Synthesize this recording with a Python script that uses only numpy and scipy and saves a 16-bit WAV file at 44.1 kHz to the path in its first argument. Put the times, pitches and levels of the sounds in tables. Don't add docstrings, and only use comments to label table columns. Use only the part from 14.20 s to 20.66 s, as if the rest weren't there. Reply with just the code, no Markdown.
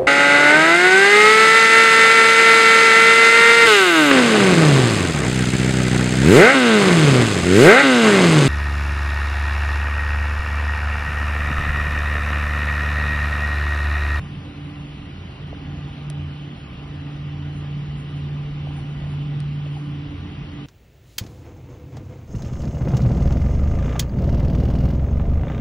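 import sys
import numpy as np
from scipy import signal
from scipy.fft import rfft, irfft, next_fast_len
from scipy.io import wavfile
from scipy.ndimage import uniform_filter1d, map_coordinates

SR = 44100
rng = np.random.default_rng(int(sys.argv[2]) if len(sys.argv) > 2 else 0)


def log_audio(samples):
    frames = np.atleast_2d(samples).T
    limited = np.clip(frames, -1, 1)
    pcm = np.round(limited * 32767).astype(np.int16)
    wavfile.write(sys.argv[1], SR, pcm)


def level_to_linear(level):
    exponent = np.asarray(level, float) / 20
    return 10 ** exponent


N = 284886

# t/s, level/dB
BLADE_LEVEL = [(.12, -33), (.32, -46), (.42, -35), (.76, -38.5), (.85, -46), (1.62, -33.5), (1.76, -38.5),
               (1.9, -28), (2.25, -34), (2.45, -42), (2.85, -32), (3.55, -28), (3.85, -31), (4.15, -26.5),
               (4.45, -30.5), (5.2, -25), (5.78, -29.5), (5.93, -39)]
# t/s, peak level/dB, half length/s
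OCTAVE_SWELLS = [(.55, -43, 0.44), (1.5, -46.5, 0.27), (2.15, -42, 0.26), (3.15, -41.5, 0.55),
                 (4.0, -43.5, 0.082), (4.5, -46.5, 0.3), (5.1, -44.5, 0.12), (5.85, -39.5, 0.36),
                 (6.4, -40, 0.1)]
# t/s, peak level/dB, half length/s
MOTOR_SURGES = [(.3, -43, 0.42), (1.0, -38.5, 0.13), (1.45, -39.5, 0.26), (2.03, -33.5, 0.088),
                (2.8, -39.5, 0.06), (3.3, -36.5, 0.25), (4.05, -40, 0.15), (4.5, -39, .15), (4.9, -36, .12),
                (5.4, -41, 0.19), (5.72, -41, 0.093), (6.0, -36, .13), (6.3, -39, 0.058)]
# t/s, crack level/dB, body level/dB, body tilt/(dB per octave), port difference/dB
TICKS = [
    (1.8998, -29.5, -30.5, 1.5, -1),
    (3.802, -56, -58, 0, -3),
    (4.568, -56, -55, 0, -3),
    (4.938, -59, -52, -3, -3),
    (5.2024, -42.5, -32, -3, -3),
]
# f/Hz, width/Hz, level/dB
CRACK_COLOUR = [
    [(9550, 2800, 3.5), (8300, 600, -2)],
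    [(7600, 2500, 6), (10500, 2500, -7)],
]
# f/Hz, level/dB, t60/s
VALVE_MODES = [(1150, -7, .012), (1900, -2, .009), (2500, 0, .009), (3300, -1, .008), (4300, 0, .008),
               (4900, 0, .009), (5900, -4, .007), (6700, -10, .006)]
# f/Hz, width/Hz, level/dB
RELEASE_COLOUR = [(3500, 3600, 0)]
# t of the peak/s, level/dB, f/Hz, fall over the pop/octaves, half length/s
POPS = [(1.284, -41, 700, .5, .002), (1.331, -29, 560, 1.5, .003), (1.349, -44, 1600, .4, .002),
        (1.906, -39, 650, .5, .004), (3.447, -38, 550, .8, .003), (4.473, -32, 640, 1.1, .0025),
        (4.509, -36, 850, 1.2, .002), (4.561, -40, 980, .8, .0025), (4.586, -40, 800, .3, .004),
        (4.71, -43, 750, .5, .003), (4.817, -39, 620, .6, .003), (4.84, -40, 650, .6, .003),
        (4.868, -38, 570, .6, .003), (4.938, -40, 860, .6, .003), (5.404, -45, 800, .3, .004),
        (5.466, -38, 580, .3, .004), (5.572, -37, 790, .3, .007)]
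# t/s, level over the rustle/dB, half length/s
PUFFS = [(3.376, 8, 0.036), (3.794, 11.5, 0.029), (3.901, 5, 0.017), (3.972, 7.5, 0.022),
         (4.588, 11.5, 0.031), (4.81, 3, .03), (4.925, 7, 0.034), (5.58, 6, 0.11)]
# t/s, level over the rustle/dB, half length/s
RUBS = [
    (0.208, 2, 0.46),
    (4.752, 2, 0.33),
]
# f/Hz, level/dB per Hz
RUSTLE_TOP = [(4590, -41), (7800, -21), (8580, 2.5), (10300, 4.5), (10900, -1), (11400, 3), (11900, -10.5),
              (15500, -54), (22000, -120)]
# f/Hz, level/dB per Hz
RUSTLE_APART = [(4000, -61.5), (5400, -9.5), (6100, 1), (7200, -2), (8300, -5.5), (9100, -11.5),
                (10000, -30), (12000, -82)]
# t/s, level/dB
SQUEAL = [(0, -72), (.3, -85), (.8, -77), (1.1, -100), (6.46, -110)]
# t/s, level/dB
FLOW = [(0, 0), (.8, -2), (1.5, 1), (2.2, -2), (3.0, -0.5), (4.7, 1.5), (5.5, 0), (6.2, 1), (6.46, -0.5)]
# f/Hz, level/dB per Hz
RUMBLE = [(25, -31), (40, -10), (100, -10), (200, -12.5), (350, -17.5), (500, -40.5), (700, -84)]
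# f/Hz, width/Hz, level/dB
ROOM_MODES = [(46.7, 7.4, -8.5), (66.1, 12, -2), (85, 2.7, -8), (131.5, 22, -3), (181, 20.5, -5),
              (231, 15, -10), (272.8, 13, -7.5), (342, 25, -17), (421.7, 28, -22)]
# f/Hz, level/dB per Hz
HISS = [(260, -24), (450, -2.5), (616, -5), (794, -4.5), (882, -7), (1210, -7), (1610, -9.5), (2980, -8),
        (3390, -11), (5710, -25), (6190, -29.5), (6700, -41), (7400, -57.5), (9400, -120)]
# f/Hz, level/dB per Hz
FLOW_APART = [(35, -62.5), (60, -36.5), (127, -14), (220, -12), (285, -5.5), (775, -6.5), (939, -10),
              (1210, -8), (2110, -11), (2970, -7.5), (4750, -19.5), (5400, -29), (6200, -50), (8000, -120)]
# f/Hz, width/Hz, level above the hiss/dB
DUCT_WHISTLES = [(794, 17, 7), (1020, 39, 3.5), (1196, 36, 5.5), (1446, 14, 6), (1956, 14, 8),
                 (3010, 48, 6), (2750, 96, 3)]
# f/Hz, left-minus-right share
LEAN = [(60, 0), (150, -.055), (300, -.19), (450, -.3), (680, -.3), (900, -.04), (1200, .05), (3500, .08),
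        (5000, .02), (12000, 0)]
# f/Hz, share
LEAD = [(60, .008), (150, .03), (300, .08), (700, .32), (1300, .28), (2400, .5), (3300, .5), (5000, .1),
        (12000, 0)]
# f/Hz, level/dB per Hz
BAND_FLOOR = [(300, -150), (1500, -115), (3000, -89.5), (4000, -92.5), (5000, -101), (6000, -106),
              (7000, -108), (8500, -113), (10000, -118), (11800, -119)]

BLADE_HZ, SAG_HZ, SAG_S = 144.87, 1.189, 1.984
FLUTTER_DB = .9
OCTAVE_HZ = 290
THIRD_DB, THIRD_WANDER_DB = -62, 2
MOTOR_HZ, MOTOR_WANDER_HZ, MOTOR_BED_DB = 88.1, 1.2, -53
FLAT_TOP = 2.9
RELEASE_S = .0012
RATTLE_DB = -21
SCRAPE_DB = 16
RUSTLE_DB, RUSTLE_APART_DB = -77.5, -70
RUMBLE_DB, HISS_DB, FLOW_APART_DB = -36, -46.5, -50
HISS_GROWS = .24
TOP_HZ = 11950


def unit(x):
    return x / np.sqrt(np.mean(x ** 2) + 1e-20)


def along(points, hz):
    f, v = np.transpose(points)
    return np.interp(np.log(hz + 1), np.log(f + 1), v)


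def envelope(rows):
    s, values = np.transpose(rows)
    return np.interp(np.arange(N) / SR, s, values)


def wobble(rate):
    knots = rng.standard_normal(int(N * rate / SR) + 4)
    return map_coordinates(knots, [np.arange(N) * rate / SR])


def humps(rows, t):
    return sum(db * np.exp(-((t - s) / half) ** 2) for s, db, half in rows)


def swells(rows):
    t = np.arange(0, N / SR + .01, .005)
    height = sum(level_to_linear(db) * np.exp(-np.abs((t - s) / half) ** FLAT_TOP) for s, db, half in rows)
    return envelope(np.transpose([t, height]))


def filtered(x, response):
    m = next_fast_len(len(x) + 8192)
    return irfft(rfft(x, m) * response(np.fft.rfftfreq(m, 1 / SR)), m)[:len(x)]


def peak(f, hz, width):
    return 1j * f * width / (hz * hz - f * f + 1j * f * width + 1e-9)


def modes(f, table):
    return sum(level_to_linear(db) * peak(f, hz, width) ** 2 for hz, width, db in table)


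def rush(response, patchy_db):
    z = signal.stft(rng.standard_normal(N), nperseg=512)[2]
    field = rng.standard_normal(z.shape)
    field = uniform_filter1d(uniform_filter1d(field, 5, 0), 12, 1)
    patchy = signal.istft(z * level_to_linear(patchy_db * unit(field)), nperseg=512)[1][:N]
    return unit(filtered(patchy, response))


def blade_tones():
    t = np.arange(N) / SR
    hz = BLADE_HZ + SAG_HZ * np.exp(-t / SAG_S)
    turn = 2 * np.pi * np.cumsum(hz) / SR + .1 * wobble(12)
    blade = level_to_linear(envelope(BLADE_LEVEL) + FLUTTER_DB * wobble(14)) * np.sin(turn)
    octave_level = swells(OCTAVE_SWELLS) * level_to_linear(2.5 * wobble(15))
    octave = octave_level * np.sin(2 * np.pi * OCTAVE_HZ * t + .27 * wobble(10))
    third = level_to_linear(THIRD_DB + THIRD_WANDER_DB * wobble(9)) * np.sin(3 * turn + .5 * wobble(8))
    return np.sqrt(2) * (blade + octave + third)


def motor_tone():
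    hz = MOTOR_HZ + MOTOR_WANDER_HZ * wobble(4)
    level = (swells(MOTOR_SURGES) + level_to_linear(MOTOR_BED_DB)) * level_to_linear(1.2 * wobble(8.3))
    return np.sqrt(2) * level * np.sin(2 * np.pi * np.cumsum(hz) / SR + .24 * wobble(10))


def valve_ring(t, body_db, tilt_db):
    ring = 0
    for hz, db, t60 in VALVE_MODES:
        decay = level_to_linear(db + tilt_db * np.log2(hz / 3000) - 60 * t / t60)
        ring = ring + decay * np.sin(2 * np.pi * (hz * t + rng.random()))
    ring = np.clip(t / RELEASE_S, 0, 1) ** 2 * ring
    click = 1. * (np.arange(len(t)) == round(RELEASE_S * SR))
    release = filtered(click, lambda f: modes(f, RELEASE_COLOUR) * level_to_linear(tilt_db * np.log2(f / 3000 + .1)))
    return level_to_linear(body_db) * ring + level_to_linear(body_db + SCRAPE_DB) * release


def valve_ticks():
    out, t = np.zeros((2, N + SR)), np.arange(SR // 10) / SR
    for s, crack_db, body_db, tilt_db, apart_db in TICKS:
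        t60 = np.interp(body_db, [-56, -33], [.014, .006])
        shape = level_to_linear(-60 * np.abs(t - RELEASE_S) / np.where(t < RELEASE_S, .006, t60))
        shape = shape + level_to_linear(RATTLE_DB - 60 * t / .06)
        for port, gain_db in enumerate((0, apart_db)):
            slips = shape * np.sign(rng.standard_normal(len(t)))
            crack = filtered(slips, lambda f: modes(f, CRACK_COLOUR[port]))
            ring = valve_ring(t, body_db - 4 * port, tilt_db)
            out[port, round(s * SR):][:len(t)] += level_to_linear(gain_db) * (level_to_linear(crack_db) * crack + ring)
    return out[:, :N]


def cushion_pops():
    reach = SR // 40
    out, t = np.zeros(N + SR), np.arange(-reach, reach) / SR
    for s, db, hz, fall, half in POPS:
        pitch = hz * 2 ** (-fall * np.tanh(t / half) / 2)
        pop = np.exp(-(t / half) ** 2) * np.sin(2 * np.pi * np.cumsum(pitch) / SR)
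        out[round(s * SR) - reach:][:len(t)] += level_to_linear(db) * pop
    return out[:N]


def vinyl_rustle():
    t = np.arange(N) / SR
    rub_db, puff_db = humps(RUBS, t), humps(PUFFS, t)
    flicker_db = .8 * wobble(60)
    top = rush(lambda f: level_to_linear(along(RUSTLE_TOP, f)), patchy_db=2.5)
    top = level_to_linear(RUSTLE_DB + rub_db + puff_db + flicker_db) * top
    squeal = level_to_linear(envelope(SQUEAL)) * rush(lambda f: peak(f, 9500, 160) ** 2, patchy_db=-1.5)
    apart = rush(lambda f: level_to_linear(along(RUSTLE_APART, f)), patchy_db=2.5)
    apart = level_to_linear(RUSTLE_APART_DB + rub_db + .6 * puff_db + flicker_db) * apart
    return np.array([top + squeal, apart])


def room_response(f):
    ringing = sum(np.abs(level_to_linear(db) * peak(f, hz, width) ** 2) ** 2 for hz, width, db in ROOM_MODES)
    return np.sqrt(level_to_linear(along(RUMBLE, f)) ** 2 + ringing)


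def duct_response(f):
    return 1 + sum((level_to_linear(db) - 1) * np.abs(peak(f, hz, width)) ** 2 for hz, width, db in DUCT_WHISTLES)


def air_flow():
    flow_db = envelope(FLOW)
    rumble = level_to_linear(RUMBLE_DB + flow_db) * rush(room_response, patchy_db=0)
    hiss = rush(lambda f: level_to_linear(along(HISS, f)) * duct_response(f), patchy_db=1.23)
    hiss = level_to_linear(HISS_DB + HISS_GROWS * flow_db) * hiss
    apart = rush(lambda f: level_to_linear(along(FLOW_APART, f)) * duct_response(f), patchy_db=1.7)
    apart = level_to_linear(FLOW_APART_DB + HISS_GROWS * flow_db) * apart
    return rumble + hiss, apart


def scene():
    flow, apart = air_flow()
    mid = flow + blade_tones() + motor_tone() + cushion_pops()
    side = apart + filtered(mid, lambda f: along(LEAN, f) + 1j * along(LEAD, f))
    mid, side = np.array([mid, side]) + valve_ticks() + vinyl_rustle()
    return np.array([mid + side, mid - side])


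def drop_weak_bands(dry):
    size = 2048
    hz, _, z = signal.stft([dry[0] + dry[1], dry[0] - dry[1]], SR, nperseg=size)
    density = np.abs(z / 2) ** 2 * size / (.75 * SR)
    band = density[:, :-1].reshape(2, -1, 8, z.shape[2]).mean(axis=2)
    band = np.repeat(band, 8, axis=1)
    z[:, :-1] *= band > level_to_linear(along(BAND_FLOOR, hz[:-1]))[:, None] ** 2
    z *= np.clip((TOP_HZ - hz) / 900, 0, 1)[:, None]
    mid, side = signal.istft(z / 2, SR, nperseg=size)[1][:, :N]
    return np.array([mid + side, mid - side])


def roll_off(x):
    return signal.sosfilt(signal.butter(12, 12040, fs=SR, output="sos"), x)


def record(dry):
    mix = drop_weak_bands(dry)
    return roll_off(mix)


dry = scene()
out = record(dry)
log_audio(out)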